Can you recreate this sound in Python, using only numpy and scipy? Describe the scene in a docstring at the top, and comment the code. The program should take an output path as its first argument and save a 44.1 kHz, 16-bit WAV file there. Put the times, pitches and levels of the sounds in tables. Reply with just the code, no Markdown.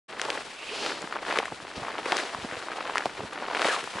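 """A slope of deep soft snow: snowshoes climb through it, heard from a camera worn on the body.
Each step packs the snow in a swell of tiny collapses and dead pops, with sharp snaps of frame, deck
and binding and a hiss of powder. The shoes swish, squeak and scrape through the surface;
gear knocks softly against the camera over a faint wind."""
import sys
import numpy as np
from scipy import signal
from scipy.fft import rfft, irfft
from scipy.io import wavfile
from scipy.ndimage import uniform_filter1d, map_coordinates

SR = 44100
rng = np.random.default_rng(int(sys.argv[2]) if len(sys.argv) > 2 else 0)


def log_audio(samples):
    """Write samples as a 16-bit WAV file to the path given in sys.argv[1]."""
    # one column per channel
    frames = np.atleast_2d(samples).T
    # limit to full scale, then quantise
    limited = np.clip(frames, -1, 1)
    pcm = np.round(limited * 32767).astype(np.int16)
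    wavfile.write(sys.argv[1], SR, pcm)


N = 176400
CRUMBLE_S, CRUMBLE_DB, CRUMBLE_WIDTH = 0.0044, -23.5, 0.6  # crumbling tail of snow pops and frame snaps


def crunch():
    """Snow collapses in clumps of one-cycle grains and single dry crackles, louder under load."""
    # crunch as the load on the snow swells and eases: t/s, level/dB
    load = [(0.09, -44), (0.18, -43), (0.27, -40), (0.37, -37), (0.44, -49), (0.54, -49.5), (0.72, -46),
            (0.86, -36), (0.98, -42), (1.1, -44.5), (1.16, -41), (1.21, -42.5), (1.29, -33.5), (1.39, -35),
            (1.49, -48.5), (1.58, -49.5), (1.68, -43.5), (1.73, -47), (1.78, -43), (1.99, -39),
            (2.04, -39.5), (2.12, -32), (2.22, -35), (2.31, -45.5), (2.5, -41), (2.66, -42.5),
            (2.87, -37.5), (2.97, -39.5), (3.11, -44.5), (3.2, -42), (3.28, -45.5), (3.41, -37.5),
            (3.47, -39.5), (3.56, -33.5), (3.68, -30), (3.76, -36), (3.82, -41.5), (3.92, -44.5),
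            (4.0, -39)]
    # tone of the snow grains: f/Hz, level/dB
    grain_tone = [(60, -40), (150, -14), (280, -2.5), (430, 2.5), (700, 3.5), (1200, 2), (1900, -2),
                  (2800, -9.5), (4500, -11.5), (7000, -24.5), (11000, -40)]
    # tone of the single crackles: f/Hz, level/dB
    crackle_tone = [(100, -49), (350, -2.5), (900, -4.5), (1500, -6.5), (2600, -6), (4500, -20),
                    (7000, -31), (11000, -44)]

    def grains():
        half_octaves_hz = 200 * 2 ** (np.arange(10) / 2)
        bands = (band(impacts(per_s=300, spread_db=3), hz, width=0.78) for hz in half_octaves_hz)
        return colour(sum(bands), grain_tone)

    clumps = unit(undb(3 * np.clip(walk(hz=189.9), -2, 2)))
    bed = place(grains(), pan_db=-0.8, side=undb(-19) * grains()) * clumps * undb(1.5)
    sparse = sum(band(impacts(per_s=65 / 3, spread_db=3.5), hz, width=1.07) for hz in (800, 1400, 2400))
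    crackles = place(colour(sparse, crackle_tone), pan_db=-0.8) * undb(-4.5)
    return (bed + crackles) * curve(load)


def snow_pops():
    """Packed snow gives way: a dead pop, three smaller fractures right behind it and a crumbling tail."""
    # collapses of packed snow: t/s, level/dB, f/Hz
    collapses = [(.1966, -14, 1760), (.2858, -18.5, 890), (.2925, -19, 600), (.3548, -26, 990),
                 (.3757, -18.5, 1620), (.921, -18.5, 1460), (.9777, -28, 1120), (1.1252, -14.5, 1380),
                 (1.1582, -18, 1030), (1.1648, -15.5, 910), (1.2295, -22.5, 990), (1.2508, -20, 1550),
                 (1.2679, -30, 990), (1.282, -20, 1600), (1.3057, -21, 1160), (1.312, -13.5, 1710),
                 (1.3568, -16, 2100), (1.359, -16.5, 1170), (1.3972, -21, 2300), (1.401, -15, 860),
                 (1.4303, -19.5, 1010), (1.456, -16.5, 1630), (1.481, -24, 1050), (1.522, -22, 750),
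                 (1.602, -26, 1190), (1.7137, -26.5, 1700), (1.8371, -24, 1080), (1.883, -17.5, 1100),
                 (1.918, -23, 1700), (1.9537, -20.5, 1200), (2.057, -16, 1880), (2.1273, -9.5, 845),
                 (2.1869, -16, 1350), (2.3475, -15.5, 1090), (2.5128, -18.5, 1780), (2.5232, -28, 664),
                 (2.6256, -22, 1400), (2.6848, -19, 1180), (2.7183, -18, 1370), (2.8078, -20, 990),
                 (2.855, -27, 790), (2.8754, -20, 1520), (2.897, -16.5, 920), (2.9565, -9.5, 1190),
                 (2.9715, -11, 1700), (2.995, -22, 820), (3.0068, -17, 1370), (3.0222, -19, 1550),
                 (3.038, -24, 1700), (3.0642, -17.5, 950), (3.205, -18, 840), (3.3311, -21, 1517),
                 (3.4239, -17, 716), (3.4421, -23, 1390), (3.5117, -16, 950), (3.5488, -11, 1790),
                 (3.5717, -18, 1520), (3.646, -11, 1900), (3.676, -12, 1320), (3.7633, -14, 1140),
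                 (3.875, -21, 980), (3.9853, -17.5, 1180)]
    cycles, scatter_s = 0.79, 0.0025
    out, t = np.zeros(N), np.arange(SR // 25) / SR
    for s, db, hz in collapses:
        crumble = unit(band(rng.standard_normal(len(t)), hz, CRUMBLE_WIDTH)) * np.exp(-t / CRUMBLE_S)
        add(out, s, undb(db) * (undb(5) * pop(t, hz, cycles) + undb(CRUMBLE_DB) * crumble))
        for delay, pitch in rng.random((3, 2)):
            fracture = pop(t, hz * 2 ** (1.5 * pitch - 0.4), cycles)
            add(out, s + scatter_s * (0.2 + delay), undb(db - 7) * fracture)
    return place(low_cut(out, hz=330), pan_db=0)


def frame_snaps():
    """A shoe frame clacks: a dead ring, a bright tick and crack, a deck thump and a crumbling tail."""
    # clacks of the frames: t/s, level/dB, ring f/Hz, crack and tick trim/dB, deck trim/dB
    clacks = [(0.2157, -18.5, 1450, -2, -0.5), (0.252, -25.5, 885, -1, 7.5), (.303, -11, 2270, -9, -5.5),
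              (.863, -16.5, 1200, -5, -2), (1.3255, -15, 845, -14, -7), (1.3735, -10.5, 1170, -15, -4),
              (1.3873, -8, 2120, -13, 2), (1.988, -18.5, 840, -27, -7), (2.0598, -19, 1080, -12, 8),
              (2.1213, -11.5, 1800, -8, -1.5), (2.1687, -19, 1480, -4, 0), (2.981, -11.5, 1780, -10.5, -10),
              (3.057, -10.5, 695, -14, -15), (3.6185, -11.5, 1250, -8, -19), (3.6537, -14.5, 490, -20, -14),
              (3.841, -21.5, 1390, -14, 0)]
    deck_hz, deck_s = 475, 0.0028
    tick_hz, tick_s, crack_s = 2940, 0.000071, 0.00076
    body, cracks = np.zeros(N), np.zeros(N)
    t = np.arange(SR // 20) / SR
    deck_swell = t / deck_s * np.exp(2 - 2 * t / deck_s)
    for s, db, hz, crack_db, deck_db in clacks:
        noise = rng.standard_normal((2, len(t)))
        ring = undb(4) * pop(t, hz, cycles=0.97)
        deck = undb(deck_db - 12.5) * np.sin(2 * np.pi * deck_hz * t) * deck_swell
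        crumble = undb(CRUMBLE_DB) * unit(band(noise[0], hz, CRUMBLE_WIDTH)) * np.exp(-t / CRUMBLE_S)
        tick = undb(14.5) * np.cos(2 * np.pi * tick_hz * t) * np.exp(-t / tick_s)
        crack = undb(-16.5) * unit(band(noise[1], hz=2900, width=0.7)) * np.exp(-t / crack_s)
        add(body, s, undb(db) * (ring + deck + crumble))
        add(cracks, s, undb(db + crack_db) * (crack - band(tick, tick_hz, width=1.0)))
    return place(low_cut(body, hz=260), pan_db=0) + place(cracks, pan_db=1.5)


def binding_clicks():
    """Binding parts tick against each other: a brief bright rattle."""
    # clicks of the bindings: t/s, level/dB, centre f/Hz
    clicks = [(0.2152, -19.5, 5160), (1.0192, -26, 4200), (1.3723, -34, 5900), (1.3887, -18.5, 2960),
              (1.4544, -25, 2670), (2.168, -17, 4860), (2.956, -27, 4800), (2.981, -19, 5950),
              (3.0607, -36, 4230), (3.333, -29.5, 5250), (3.8393, -23.5, 5800)]
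    decay_s = 0.0008
    out, t = np.zeros(N), np.arange(SR // 50) / SR
    envelope = np.exp(-t / decay_s) * (1 - np.exp(-4 * t / decay_s))
    for s, db, hz in clicks:
        rattle = unit(band(rng.standard_normal(len(t)), hz, width=0.8))
        add(out, s, undb(db) * rattle * envelope)
    return place(out, pan_db=-0.5)


def powder():
    """Fine crystals slide over the decks in a fluttering hiss."""
    # swells of loose powder: t/s, level/dB
    slides = [(0.09, -55.5), (0.18, -57), (0.22, -50), (0.33, -47.5), (0.52, -54.5), (0.68, -50),
              (0.83, -50), (0.92, -48), (1.0, -54), (1.08, -51), (1.2, -59.5), (1.28, -48.5), (1.37, -49),
              (1.49, -55), (1.62, -56.5), (1.74, -57), (1.77, -52.5), (1.98, -56), (2.12, -45.5),
              (2.22, -45), (2.31, -51.5), (2.48, -52), (2.82, -54), (2.96, -50.5), (3.1, -53.5),
              (3.48, -57), (3.56, -48.5), (3.66, -40.5), (3.75, -40), (3.82, -48), (4.0, -51)]
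    # tone of the sliding powder: f/Hz, level/dB
    tone = [(200, -26), (500, 6.5), (1500, 7), (3000, 7.5), (4800, 3), (6300, -1.5), (8000, -2.5),
            (11000, -9.5)]
    mid, side = (colour(impacts(per_s=7000, spread_db=1), tone) for _ in range(2))
    level = curve(slides) * undb(7.5 + 1.5 * walk(hz=60))
    return place(mid, pan_db=-1, side=undb(-9.5) * side) * level


def swish():
    """A shoe drags through the surface: smooth swells with short gliding squeaks."""
    # drags of the shoes: peak t/s, level/dB, rise/s, fall/s
    drags = [(0.831, -35, 0.069, 0.076), (1.764, -41.5, 0.0071, 0.019), (2.2, -41, 0.054, 0.042)]
    # tone of a dragging shoe: f/Hz, level/dB
    tone = [(100, -22), (280, -2), (430, 3.5), (700, -7.5), (1500, -16.5), (2700, -5.5), (4600, -3),
            (6500, -13.5), (11000, -25)]
    # squeaks in the snow, of the shoe and of the packing snow: t/s, level/dB, start f/Hz, glide as a share of
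    # that pitch
    squeaks = [(0.706, -35, 354, 0.47), (0.801, -34, 392, 0.14), (.832, -33, 438, 0.27),
               (3.174, -39, 378, 0.059), (3.205, -38, 455, -0.14), (3.682, -24.5, 1840, -0.13),
               (3.719, -26, 1294, -0.044)]
    squeak_s, wobble = 0.04, 0.054
    swell = 0
    for s, db, rise, fall in drags:
        t = np.arange(N) / SR - s
        slope_s = np.where(t < 0, rise, fall)
        swell = swell + undb(db) * np.exp(1 - np.hypot(1, 1.04 * t / slope_s))  # rounded peak
    mid, side = (swell * colour(rng.standard_normal(N), tone) for _ in range(2))
    progress = np.linspace(0, 1, int(squeak_s * SR))
    for s, db, hz, glide in squeaks:
        pitch = hz * (1 + glide * progress + wobble * walk(hz=326)[:len(progress)])
        squeak = np.sin(2 * np.pi * np.cumsum(pitch) / SR)
        add(mid, s, undb(db) * np.sin(np.pi * progress) * squeak)
    return place(mid, pan_db=-1.5, side=undb(-21) * side)


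def edge_scrape():
    """The frame's edge cuts the surface with a narrow, slowly rising hiss ahead of the first swish."""
    peak_s, fade_s = 0.72, 0.17
    hz, width, octaves_per_s = 2710, 0.33, 0.6
    t = np.arange(N) / SR - peak_s
    hiss = unit(band(band(rng.standard_normal(N), hz, width), hz, width))
    rising = map_coordinates(hiss, [np.cumsum(2 ** (octaves_per_s * t))], mode="mirror")  # varispeed
    level = undb(-41 + 2.4 * walk(hz=50.9)) * np.exp(-(t / fade_s) ** 2)
    return place(rising * level, pan_db=-7.5)


def gear_knocks():
    """Dull bumps carried through the camera's mount: a dead thump and a brief rub."""
    # soft knocks of gear on the body: t/s, level/dB, f/Hz, decay/s
    knocks = [(0.864, -37, 130, 0.014), (1.018, -31, 358, 0.0095), (1.04, -28, 338, 0.0084),
              (1.517, -26.5, 193, 0.011), (1.625, -40.5, 120, 0.016), (1.768, -29, 130, 0.022),
              (1.817, -33, 125, 0.01), (2.348, -34.5, 150, 0.011), (2.383, -32, 135, 0.0097),
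              (2.426, -34, 105, 0.012), (2.445, -24.5, 286, 0.0092), (2.523, -30.5, 233, 0.009),
              (2.568, -31.5, 170, 0.0071), (3.057, -24.5, 190, 0.0091), (3.192, -30, 130, 0.012),
              (3.233, -24.5, 180, 0.0099), (3.834, -37.5, 110, .012), (3.952, -33, 173, 0.019)]
    attack_s = 0.0013
    out, t = np.zeros(N), np.arange(SR // 8) / SR
    for s, db, hz, decay in knocks:
        noise = rng.standard_normal(len(t))
        rub = undb(-3.5) * unit(band(band(noise, hz, width=3.4), hz, width=3.4))
        thump = undb(1) * pop(t, hz, cycles=0.85)
        envelope = np.exp(-t / decay) * (1 - np.exp(-t / attack_s))
        add(out, s, undb(db) * (rub + thump) * envelope)
    return place(low_cut(out, hz=58), pan_db=-1.4)


def wind():
    """Moving air lays a faint, gently wavering bed under the steps."""
    # tone of the wind: f/Hz, level/dB
    tone = [(20, -1), (60, 0.5), (120, 3.5), (300, 11), (1000, -6.5), (3000, -15), (11000, -33)]
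    mid, side = (colour(rng.standard_normal(N), tone) for _ in range(2))
    return place(mid, pan_db=0, side=undb(-15) * side) * undb(-54.5 + 2 * walk(hz=4.22))


def pop(t, hz, cycles):
    """A heavily damped ring that builds up within its first swing."""
    return np.sin(2 * np.pi * hz * t) * np.exp(-t * hz / cycles) * (1 - np.exp(-t * hz * 4))


def impacts(per_s, spread_db):
    """Random impulses of uneven size."""
    size = undb(spread_db * np.clip(rng.standard_normal(N), -2, 2))
    return (rng.random(N) < per_s / SR) * size * rng.choice([-1, 1], N)


def walk(hz):
    """Smooth random drift with rms 1."""
    hold = max(int(SR / hz), 1)
    steps = np.repeat(rng.standard_normal(N // hold + 1), hold)
    return unit(uniform_filter1d(steps, hold)[:N])


def band(x, hz, width):
    """Resonance with a width given as a share of its centre."""
    q = max(1 / width, hz / 15000)
    return signal.lfilter(*signal.iirpeak(min(hz, 15000), q, fs=SR), x)


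def colour(x, points):
    """Minimum-phase EQ through points of f/Hz, level/dB; the result has rms 1."""
    hz, db = np.array(points).T
    bin_hz = np.arange(N // 2 + 1) * SR / N
    gain = undb(np.interp(np.log(bin_hz + 1), np.log(hz), db))
    cepstrum = irfft(np.log(gain), N)
    cepstrum[1:N // 2] *= 2  # folded forward so nothing rings ahead of a hit
    cepstrum[N // 2 + 1:] = 0
    return unit(irfft(rfft(x) * np.exp(rfft(cepstrum)), N))


def low_cut(x, hz):
    """Remove the bass that a small source cannot radiate."""
    return signal.sosfilt(signal.butter(2, hz, "high", fs=SR, output="sos"), x)


def undb(db):
    """Decibels to gain."""
    return 10 ** (np.asarray(db) / 20)


def unit(x):
    """Scale to rms 1."""
    return x / np.sqrt(np.mean(x ** 2) + 1e-20)


def curve(rows):
    """Gain envelope from rows of t/s, level/dB."""
    return undb(np.interp(np.arange(N) / SR, *np.array(rows).T))


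def place(mid, pan_db, side=0):
    """Stereo from a centre sound and its diffuse part; positive pan leans left."""
    return np.array([mid + side, mid - side]) * undb(np.array([[pan_db], [-pan_db]]) / 2)


def add(out, s, sound):
    """Mix a sound in at s seconds."""
    i = int(s * SR)
    out[i:i + len(sound)] += sound[:max(N - i, 0)]


def scene():
    """The climb: snow textures, the sharp hits of each step, then gear and wind."""
    textures = crunch() + powder() + edge_scrape() + swish()
    hits = snow_pops() + frame_snaps() + binding_clicks()
    return textures + hits + gear_knocks() + wind()


def record(dry):
    """The camera starts after a moment of silence, hears more treble on the left and cuts the top."""
    start_s, fade_s = 0.081, 0.014
    treble_hz, tilt_db, top_hz = 1500, 4, 11100
    treble = signal.sosfiltfilt(signal.butter(2, treble_hz, "high", fs=SR, output="sos"), dry)
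    treble_gain = undb(np.array([[tilt_db], [-tilt_db]]) / 2)
    heard = dry + treble * (treble_gain - 1)
    fade_in = np.clip((np.arange(N) / SR - start_s) / fade_s, 0, 1)
    return signal.sosfilt(signal.ellip(12, 0.2, 80, top_hz, fs=SR, output="sos"), heard * fade_in)


dry = scene()
out = record(dry)
log_audio(out)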